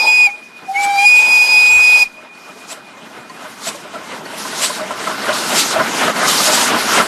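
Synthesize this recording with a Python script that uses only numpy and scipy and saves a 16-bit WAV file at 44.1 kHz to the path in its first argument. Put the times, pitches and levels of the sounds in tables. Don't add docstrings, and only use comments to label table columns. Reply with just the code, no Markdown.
import sys
import numpy as np
from scipy import signal
from scipy.fft import rfft, irfft, next_fast_len
from scipy.io import wavfile
from scipy.ndimage import uniform_filter1d

SR = 44100
rng = np.random.default_rng(int(sys.argv[2]) if len(sys.argv) > 2 else 0)


def gain_from_decibels(decibels):
    exponent = np.asarray(decibels, float) / 20
    return 10 ** exponent


def int16_out(signal):
    q = np.round(np.clip(np.atleast_2d(signal).T, -1, 1) * 32767)
    wavfile.write(sys.argv[1], SR, q.astype(np.int16))


N = 311782
TIME = np.arange(N) / SR


def rms_one(x):
    return x / np.sqrt(np.mean(x ** 2) + 1e-20)


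def bandpass(x, low_hz, high_hz, order=2):
    return signal.sosfilt(signal.butter(order, [low_hz, high_hz], "band", fs=SR, output="sos"), x)


def resonance(x, hz, width_hz):
    r = np.exp(-np.pi * width_hz / SR)
    zeros = np.array([1, 0, -1]) * (1 - r * r) / 2
    poles = [1, -2 * r * np.cos(2 * np.pi * hz / SR), r * r]
    return signal.lfilter(zeros, poles, x)


def band_level(x, low_hz, high_hz):
    return x / np.sqrt(np.mean(bandpass(x, low_hz, high_hz, 4) ** 2))


def in_time(rows):
    start_s, *columns = np.transpose(rows)
    return [np.interp(TIME, start_s, c) for c in columns]


def sounding(tables):
    gate = 0
    for table in tables:
        start_s, end_s = table[0][0], table[-1][0]
        gate = gate + np.interp(TIME, [start_s - .015, start_s, end_s, end_s + .015], [0, 1, 1, 0])
    return in_time([row for table in tables for row in table]), np.minimum(gate, 1)


def drift(rate_hz):
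    r = np.exp(-40 * np.pi * rate_hz / SR)
    slow = signal.lfilter([1], [1, -2 * r, r * r], rng.standard_normal(N // 20 + 2002))[2000:]
    return np.interp(np.arange(N) / 20, np.arange(len(slow)), rms_one(slow))


def bump(s, rise_s, fall_s):
    out = np.zeros(N)
    near = slice(max(int((s - 4 * rise_s) * SR), 0), max(int((s + 4 * fall_s) * SR), 0))
    side_s = np.where(TIME[near] < s, rise_s, fall_s)
    out[near] = np.exp(-((TIME[near] - s) / side_s) ** 2)
    return out


def banded_noise(spectrum, patchy_db, flicker_hz):
    hz, level_db = np.transpose(spectrum)
    edges = hz[0] * 2 ** np.arange(0, np.log2(hz[-1] / hz[0]) + .34, 1 / 3)
    white, together = rng.standard_normal((2, N)), drift(flicker_hz)
    out = 0
    for k, (low, high) in enumerate(zip(edges, edges[1:])):
        own_db = np.interp(np.log(low * high) / 2, np.log(hz), level_db)
        flicker_db = patchy_db * (0.4 * together + drift(flicker_hz))
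        out = out + gain_from_decibels(own_db + flicker_db) * bandpass(white[k % 2], low, high)
    return out


def breeze():
    air = rms_one(bandpass(rng.standard_normal(N), 30, 110))
    return gain_from_decibels(-46.5 + 2.83 * drift(7)) * bump(1.743, 0.14, 0.14) * air


# end_s, near_slope_db, near_decay_db_per_s, far_slope_db
ECHOES = [
    (.285, -27.5, 68, -38),
    (2.052, -18, 400, -42),
]


def hills():
    phase = 2 * np.pi * np.cumsum(2458 + 14 * drift(60)) / SR
    flutter_db, octave_flutter_db = 2.6 * drift(25), 3 * drift(25)
    beads = .9 + .5 * drift(28)
    out = 0
    for end_s, near_db, decay, far_db in ECHOES:
        since = np.maximum(TIME - end_s, 0)
        level = gain_from_decibels(near_db - decay * since) + gain_from_decibels(far_db - 6.5 * since)
        tone = level * gain_from_decibels(.5 * flutter_db) * beads * np.sin(phase)
        octave = gain_from_decibels(-52 - 40 * since + octave_flutter_db) * np.sin(2 * phase)
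        out = out + np.minimum(since / .01, 1) * (tone + octave)
    return out


# start_s, level_db
NEARNESS = [(0.0, -51), (.5, -47), (2.1, -47), (2.9, -43), (3.5, -39), (4.0, -36.5), (4.5, -30.5),
            (4.98, -30), (5.4, -25.5), (5.9, -23.5), (6.14, -22.5), (6.4, -21), (6.62, -20.5),
            (6.86, -21.5), (7.03, -24), (7.07, -27)]
# peak_s, roar_lift_db, thump_lift_db, frame_ring_lift_db
EXHAUST_BEATS = [(.38, 3.5, -1, 0), (.635, 6, 11, 0), (.86, 10, 10, 3), (1.28, 10, 14, 4), (1.8, 13, -1, 6),
                 (2.243, 8, 0, 19), (2.5, 5.5, 7, 8), (2.57, 4.5, 5.5, 3), (2.727, 6.5, 3, 17),
                 (3.03, 2, 7, 1), (3.18, 4.5, 9.5, 6), (3.31, -0.5, 2, 5), (3.45, 3.5, -1, 7),
                 (3.682, 6, 6.5, 14), (3.96, 0, 6.5, 16), (4.14, 4.5, 4, 3), (4.22, -5, 5, 3),
                 (4.64, 3.5, -5, 34.5), (4.82, 0, 2, 32), (4.92, 1, 1.5, 23), (5.09, 3, 5.5, 29.5),
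                 (5.3, 5, 2, 35), (5.55, 4.5, 7, -7), (5.795, 4.5, 7.5, 10), (6.048, 7.5, 7.5, 16),
                 (6.25, 5.5, 5.5, 6), (6.495, 2.5, 4, 23), (6.731, 5, 7, 24), (6.986, 9.5, 11, 4)]
# peak_s, level_db
ENGINE_LULLS = [(2.545, -6.5), (4.2, -0.5), (4.96, -2.5), (6.135, -4.5), (2.31, -2), (3.54, -2.5),
                (5.17, -2.5), (5.44, -1), (5.92, -1), (4.89, -1), (6.065, -1.5), (2.64, 2), (2.9, 0.5),
                (3.1, 0.5), (3.24, -1), (3.9, -1), (4.06, -0.5), (4.76, 0), (6.83, 0)]


def effort():
    lull_db = sum(db * bump(s, 0.024, 0.024) for s, db in ENGINE_LULLS)
    roar_db = ring_db = thump_db = 0
    for s, roar_lift_db, thump_lift_db, ring_lift_db in EXHAUST_BEATS:
        beat = bump(s, 0.058, 0.043)
        roar_db = roar_db + roar_lift_db * beat
        ring_db = ring_db + ring_lift_db * beat
        thump_db = thump_db + thump_lift_db * bump(s, 0.016, 0.04)
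    return in_time(NEARNESS)[0] + 40 + lull_db, roar_db, thump_db - .5 * lull_db, ring_db


def frame(near_db, ring_db):
    level_db = -47 + 0.85 * near_db + ring_db
    ring = resonance(resonance(rng.standard_normal(N), 633, 47), 618, 97)
    return gain_from_decibels(level_db - 19.0) * rms_one(ring)


# vent_s, vent_db, cock_db, cock_opening_s, return_puff_db
WHEEL_TURNS = [
    (.05, -58, -62, 0.063, -59),
    (.845, -41, -58, 0.12, -76),
    (2.725, -41, -52, 0.36, -61),
    (3.685, -31, -53, 0.084, -57),
    (4.652, -24, -36.5, 0.047, -41),
    (5.603, -18.5, -29.5, 0.065, -34),
    (6.556, -48, -20, 0.038, -24.5),
]
# peak_s, level_db, length_s
STEAM_SWELLS = [(2.3, -4, 0.054), (2.82, -6, .04), (3.0, 0, 0.018), (3.15, 1.5, 0.045), (3.756, 5, 0.032),
                (4.223, -2.5, .03), (4.832, -2, .04), (5.156, 1, .04), (5.788, -3, 0.036),
                (6.115, -1.5, 0.044), (6.676, -2, 0.086), (6.81, 2.5, 0.029), (6.96, 1.5, 0.056),
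                (6.293, 2.5, 0.035), (6.376, -1.5, 0.028), (6.5, -2.5, 0.017), (3.55, 2.5, .05)]


def leak(near_db):
    out = gain_from_decibels(-49.5 + 1.22 * near_db)
    for s, vent_db, cock_db, opening_s, puff_db in WHEEL_TURNS:
        open_s, shut_s = s - 0.27, s + 0.12
        held = (TIME > open_s) & (TIME < shut_s)
        creep, snap = bump(open_s, opening_s, 1e-3), bump(open_s, 0.0064, 1e-3)
        edges = 0.37 * creep + (1 - 0.37) * snap + bump(shut_s, 1e-3, 0.024)
        out = out + gain_from_decibels(cock_db) * (held + ~held * edges)
        out = out + gain_from_decibels(vent_db) * bump(s, 0.05, 0.026)
        out = out + gain_from_decibels(puff_db) * bump(s + 0.4, 0.075, 0.087)
    return out * gain_from_decibels(sum(db * bump(s, length_s, length_s) for s, db, length_s in STEAM_SWELLS))


# pitch_hz, level_db_per_hz
RUMBLE_SPECTRUM = [(24, -70), (40, -79), (112, -14.5), (241, 1.5), (301, -4.5), (469, -6), (633, -30),
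                   (703, -2), (900, -10), (1170, -37), (1980, -120)]
# pitch_hz, level_db_per_hz
EXHAUST_SPECTRUM = [(200, -11), (420, 1), (650, 3), (1000, 4), (1500, 5), (2100, -2.5), (3000, -2.5),
                    (5000, -17.5)]
# pitch_hz, level_db_per_hz
STEAM_SPECTRUM = [(900, -6), (2000, -4), (3000, 0.5), (4500, 3.5), (6500, 1), (9000, -1), (13000, -6)]
# pitch_hz, width_hz, level_db
CHIMNEY_MODES = [(246, 23, -6), (630, 9.7, -3), (1030, 42, -12.5), (1325, 22, -13), (1470, 14, -9),
                 (2106, 43, -6)]
# start_s, level_db
WHISTLE_VALVE = [
    [(0.0, -1.5), (.24, -3), (.31, -18), (.45, -49)],
    [(.66, -29), (.8, -6.5), (.92, -6.5), (1.02, 1), (1.5, 2), (2.025, 2), (2.06, -15), (2.14, -42)],
]


def engine(near_db, roar_db, thump_db):
    (valve_db,), open_valve = sounding(WHISTLE_VALVE)
    lingering = open_valve * gain_from_decibels(0.82 * valve_db)
    rumbling = gain_from_decibels(thump_db) * (gain_from_decibels(-43.5 + 0.86 * near_db) + gain_from_decibels(-69) * lingering)
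    roaring = gain_from_decibels(near_db - 39.5 + roar_db) + gain_from_decibels(-39.5 + 2.0 * drift(23)) * lingering
    hissing = leak(near_db) + open_valve * gain_from_decibels(-30 + valve_db + 0.31 * drift(25))

    rumble = band_level(banded_noise(RUMBLE_SPECTRUM, patchy_db=0.5, flicker_hz=14.0), 120, 570)
    ground = rms_one(bandpass(rng.standard_normal(N), 45, 140))
    roar = rms_one(banded_noise(EXHAUST_SPECTRUM, patchy_db=2.02, flicker_hz=13))
    for hz, width_hz, peak_db in CHIMNEY_MODES:
        roar += gain_from_decibels(peak_db + 4 + 3 * drift(8)) * resonance(roar, hz, width_hz)
    steam = band_level(banded_noise(STEAM_SPECTRUM, patchy_db=1.85, flicker_hz=11.0), 4340, 9100)
    top = signal.sosfilt(signal.butter(2, 8000, "high", fs=SR, output="sos"), steam)
    steam = steam + (gain_from_decibels(-4.5 + 0.27 * TIME + 0.52 * drift(7.8)) - 1) * top
    low = rumbling * rumble + gain_from_decibels(-70.5 + 1.5 * TIME + 0.98 * drift(5.2)) * ground
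    return low + roaring * band_level(roar, 970, 2400) + hissing * steam


# start_s, peak_db
VALVE_TICKS = [
    (2.3491, -50),
    (3.297, -42),
    (4.255, -37.5),
    (5.22, -32.5),
    (6.163, -30.5),
]
# pitch_hz, level_db, t60_s
TICK_RING = [(4460, 9.5, 0.044), (5970, 2, .03), (1890, 6, 0.11)]


def ticks():
    out, t = np.zeros(N), np.arange(SR // 10) / SR
    ring = sum(gain_from_decibels(db - 60 * t / t60_s) * np.sin(2 * np.pi * hz * t) for hz, db, t60_s in TICK_RING)
    for s, peak_db in VALVE_TICKS:
        out[round(s * SR):][:len(t)] += gain_from_decibels(peak_db) * ring
    return out


# peak_s, level_db, squeak_start_hz, squeak_end_hz
VALVE_JETS = [
    (0.847, -18, 6800, 7900),
    (2.724, -24.5, 6800, 7850),
    (3.685, -16.5, 6800, 7900),
    (4.647, -8.5, 6800, 7900),
    (5.593, -9, 6900, 7450),
    (6.475, -8.5, 6100, 6800),
    (6.55, -9, 6900, 7770),
]


def jets():
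    out = np.zeros(N)
    hiss = rms_one(resonance(rng.standard_normal(N), 2450, 4000))
    wobble = rms_one(resonance(rng.standard_normal(N), 60, 150))
    for s, level_db, start_hz, end_hz in VALVE_JETS:
        hz = np.interp(TIME, [s - .04, s - .005], [start_hz, end_hz])
        squeak = np.sin(2 * np.pi * np.cumsum(hz) / SR) * (.45 + .35 * wobble)
        out += gain_from_decibels(level_db) * bump(s, 0.028, 0.013) * (squeak + gain_from_decibels(-7.0) * hiss)
    return out


# pitch_hz, level_db under the loudest ring
IRON_MODES = [(630, 1), (1030, -1.5), (1340, -7), (1480, -16), (1950, -15), (2900, -54)]
# start_s, peak_db, pitch_hz
FRAME_KNOCKS = [(2.555, -33, 437), (2.717, -23.5, 650), (2.772, -30, 600), (2.972, -33, 560),
                (3.169, -34, 490), (3.452, -25.5, 617), (3.669, -16.5, 666), (3.746, -23.5, 580),
                (3.938, -20, 672), (3.958, -21, 629), (4.126, -22.5, 516), (4.209, -29, 574),
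                (4.334, -25, 650), (4.694, -17, 597), (4.806, -11, 625), (5.525, -12, 578),
                (5.76, -4.5, 638), (5.78, -6.5, 653), (6.477, -8, 630), (6.495, -11, 628),
                (5.3, -15.5, 630), (6.982, -16, 593), (2.235, -38, 615), (3.85, -28, 610), (4.92, -20, 623),
                (6.078, -11, 700), (6.72, -11, 616)]
# start_s, peak_db, pitch_hz
ROD_CLANKS = [(2.218, -35, 1320), (3.296, -23, 1030), (3.409, -28, 1300), (3.442, -24, 990),
              (4.013, -25, 1050), (4.45, -19, 1030), (4.528, -19.5, 1495), (4.637, -19, 1030),
              (4.796, -21, 1150), (4.907, -11.5, 1033), (5.07, -11.5, 1310), (5.109, -17, 1100),
              (5.281, -11.5, 1560), (5.291, -7.5, 1440), (5.417, -20, 1600), (5.799, -6, 1453),
              (6.001, -22, 1310), (6.031, -8, 1260), (6.078, -6.5, 1270), (6.096, -12.5, 1260),
              (6.202, -19, 1090), (6.231, -8, 1257), (6.28, -5.5, 1250), (6.399, -12, 1230),
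              (6.575, -9, 956), (6.624, -10.5, 910), (6.698, -13.5, 1200), (6.761, -10, 1017),
              (6.944, -8, 1390), (6.998, -0.5, 1336), (2.411, -35, 1320), (2.49, -29, 1290),
              (3.019, -35, 1240), (3.18, -28, 1440), (3.666, -24, 1420), (3.74, -27, 1073),
              (3.952, -19, 1330), (4.137, -25, 1310), (4.257, -25, 1540), (4.362, -27, 934),
              (5.803, -7, 1016), (6.155, -19, 1500), (6.176, -15, 1260), (6.487, -11.5, 1007),
              (6.975, -8, 1000)]
# start_s, peak_db
HARD_BLOWS = [
    (3.444, -23),
    (4.21, -34),
    (4.908, -9),
    (5.117, -8),
    (5.798, 0),
    (6.034, -3),
    (6.081, 3),
    (6.997, -19),
]


def clanks():
    out, t = np.zeros(N + SR), np.arange(SR // 6) / SR
    hits = [(*row, 0.0083) for row in FRAME_KNOCKS] + [(*row, 0.006) for row in ROD_CLANKS]
    for s, peak_db, hz, swell_s in hits:
        shake = rng.standard_normal(len(t))
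        u = t / swell_s
        swell = np.sqrt(u) * np.exp(.5 - u) + .22 * np.minimum(u, 1) * np.exp(-t / .03)
        rung = swell * np.sin(2 * np.pi * hz * t) * (1 + 2.5 * resonance(shake, 60, 120))
        for mode_hz, db in IRON_MODES:
            rung += gain_from_decibels(db + rng.normal(0, 6.5) + 11.0) * resonance(shake * swell, mode_hz, 67)
        at = round(s * SR)
        out[at:at + len(t)] += gain_from_decibels(peak_db - 4) * rung

    contact = np.zeros(N)
    for s, peak_db in HARD_BLOWS:
        contact[round(s * SR)] = gain_from_decibels(peak_db + 19.0)
    contact = signal.sosfilt(signal.butter(2, 2600, fs=SR, output="sos"), contact + 1e-18) + 1e-18
    ringing = sum(gain_from_decibels(db - 2.0) * resonance(contact, hz, 100) for hz, db in IRON_MODES)
    return out[:N] + 1.1 * resonance(contact, 1200, 500) + ringing


# start_s, pitch_hz, level_db
LOW_SINGING = [
    [(0.25, 858, -43), (0.262, 846, -51), (0.272, 793, -22), (0.286, 814, -22), (0.318, 817, -42),
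     (0.35, 847, -41)],
    [(.66, 776, -60), (.688, 768, -22), (.712, 775, -17), (.734, 799, -28), (.758, 800, -17.5),
     (.78, 803, -20), (.796, 807, -17)],
    [(.796, 801, -15.5), (.824, 809.6, -16), (.92, 805, -14.5), (.992, 796, -13.5), (1.04, 819, -13),
     (1.052, 821, -12.5), (1.066, 855, -29), (1.09, 857, -34)],
]


def low_mode(sharp):
    (hz, level_db), gate = sounding(LOW_SINGING)
    phase = 2 * np.pi * np.cumsum(hz + 4.0 * drift(34.9)) / SR
    tone = np.sin(phase) + gain_from_decibels(-32) * sharp * np.cos(phase)
    return np.sqrt(2) * gain_from_decibels(level_db + 1.0 * drift(60)) * tone * gate


# start_s, level_db
LOW_BREATH = [
    [(0.0, -27), (.05, -19.5), (.17, -33.5), (.215, -23.5), (.255, -33)],
    [(1.09, -37), (1.228, -31), (1.274, -33), (1.298, -29), (1.394, -34), (1.49, -31), (1.76, -35.5),
     (1.964, -28.5), (2.03, -30)],
]


def low_breath(air):
    (level_db,), gate = sounding(LOW_BREATH)
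    breath = rms_one(resonance(resonance(air[1], 880, 55), 880, 200))
    breath += gain_from_decibels(-7) * rms_one(resonance(resonance(air[0], 710, 570), 350, 550))
    return breath * gain_from_decibels(level_db + 3.5 * drift(0.7)) * gate


# start_s, level_db
MODE_MIXING = [(.76, 4), (.83, 3), (.9, 2), (.95, 1), (.985, -2), (1.01, 0), (1.04, 1.5), (1.06, -10)]


def sum_tones(tone, octave, low, breath):
    mixed = resonance((gain_from_decibels(6.5) * tone + gain_from_decibels(4) * octave) * breath, 4300, 1300)
    strength = gain_from_decibels(in_time(MODE_MIXING)[0] + 1.76 * drift(25))
    mixed += strength * (gain_from_decibels(-2.0) * tone + gain_from_decibels(15.5) * octave + gain_from_decibels(-4.5) * low) * low
    mixed -= 0.49 * resonance(mixed, 1590, 700)
    return bandpass(mixed, 1350, 4600, 3)


# start_s, pitch_hz, level_db, octave_db
OVERBLOWN_MODE = [
    [(0.0, 2464, -12.5, -17), (.014, 2474, -11.5, -17), (.054, 2474, -20.5, -20), (.074, 2477, -8, -19),
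     (.16, 2485, -8.5, -20), (.25, 2466, -6.5, -25.5), (.266, 2444, -6.5, -23), (.284, 2290, -23.5, -47),
     (.3, 2180, -32, -54)],
    [(.742, 2195, -36, -64), (.762, 2170, -15.5, -50), (.786, 2302, -15.5, -62), (.86, 2332, -21, -50),
     (.965, 2350, -25, -29.5), (.99, 2399, -10.5, -29), (1.04, 2434, -11.5, -32), (1.056, 2458, -5.5, -23),
     (1.07, 2449, -5, -15)],
    [(1.07, 2450, -5, -17), (1.112, 2475, -7, -21), (1.172, 2471, -5, -26), (1.2, 2476, -4, -32.5),
     (1.32, 2481, -6.5, -20.5), (1.394, 2474, -6.5, -21.5), (1.5, 2480, -9, -16.5)],
    [(1.5, 2480, -10.5, -14), (1.544, 2488, -6.5, -18), (1.686, 2480, -7.5, -20), (1.748, 2483, -6, -42),
     (1.838, 2489, -7, -19), (1.93, 2482, -6.5, -26), (2.03, 2480, -4, -17.5), (2.05, 2385, -34, -56)],
]
# peak_s, level_db
AIR_GUSTS = [
    (1.224, -7),
    (1.274, -7.5),
    (1.471, -7.5),
    (1.81, -0.5),
    (1.992, -6.5),
]


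def whistle():
    (hz, level_db, octave_db), gate = sounding(OVERBLOWN_MODE)
    level_db = level_db + sum(db * bump(s, 0.022, 0.022) for s, db in AIR_GUSTS)
    phase = 2 * np.pi * np.cumsum(hz + 1.2 * drift(19)) / SR
    tone = gain_from_decibels(level_db + .9 * drift(30)) * np.sin(phase)
    octave = gain_from_decibels(octave_db + 1.2 * drift(26)) * np.cos(2 * phase)
    upper = gain_from_decibels(level_db - 32 + 6 * drift(4.2) + 0.78 * drift(44)) * np.sin(3 * phase)
    upper += gain_from_decibels(level_db - 38 + 5 * drift(12)) * np.cos(4 * phase)
    upper += gain_from_decibels(level_db - 40 + 3 * drift(12)) * np.sin(5 * phase)

    air = rng.standard_normal((2, N))
    sharp = rms_one(signal.sosfilt(signal.butter(1, [20, 380], "band", fs=SR, output="sos"), air[1][::-1]))
    rough = signal.hilbert(rms_one(bandpass(air[0], 15, 130)), next_fast_len(N))[:N].conj()
    carrier = gain_from_decibels(0.72 * level_db - 22) * np.exp(1j * phase) + gain_from_decibels(octave_db - 18) * np.exp(2j * phase)
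    skirt = np.real(rough * carrier)
    skirt += gain_from_decibels(level_db - 37) * sharp * np.cos(phase)
    edge = rms_one(resonance(resonance(air[0][::-1], 2650, 350), 2800, 400))
    skirt += gain_from_decibels(level_db - 29) * edge

    low, breath = low_mode(sharp), low_breath(air)
    mixed = sum_tones(tone, octave, low, breath)
    return np.sqrt(2) * (tone + octave + upper + skirt + mixed) * gate + low + breath


def scene():
    near_db, roar_db, thump_db, ring_db = effort()
    mono = hills() + engine(near_db, roar_db, thump_db) + frame(near_db, ring_db)
    mono = mono + ticks() + jets() + clanks() + whistle()
    return np.array([mono, mono])


# low_hz, high_hz, readiness to drop out
PATCHY_BANDS = [(40, 125, 1.6), (1990, 2090, .3), (2800, 2950, -.4), (2950, 3150, .4), (3480, 3650, .3),
                (3650, 3820, .2), (1400, 1480, -.9), (1900, 1990, -.5), (2610, 2700, -.4)]


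def thin_bands(x):
    spectrum, hz = rfft(x), np.fft.rfftfreq(N, 1 / SR)
    tone = irfft(spectrum * ((hz > 2250) & (hz < 2550)), N)
    tone_db = 10 * np.log10(uniform_filter1d(tone ** 2, size=1500) + 1e-12)
    loud = np.clip((tone_db + 24) / 6, 0, 1)
    for low_hz, high_hz, readily in PATCHY_BANDS:
        band = irfft(spectrum * ((hz > low_hz) & (hz < high_hz)), N)
        x = x - band * loud * np.clip(2.5 * (readily + drift(8)), 0, 1)
    return x


def low_pass(x):
    return signal.sosfilt(signal.butter(12, 14220, fs=SR, output="sos"), x)


def record(dry):
    swell = bandpass(dry ** 2, 10, 35, 4)
    wet = 1.05 * np.tanh(dry / 1.05)
    wet = signal.sosfilt(signal.butter(2, 70, "high", fs=SR, output="sos"), wet) + gain_from_decibels(-33) * swell
    wet = signal.sosfilt(signal.ellip(12, .5, 80, 13150, fs=SR, output="sos"), wet)
    return low_pass(thin_bands(wet) + breeze())


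dry = scene()
out = record(dry)
int16_out(out)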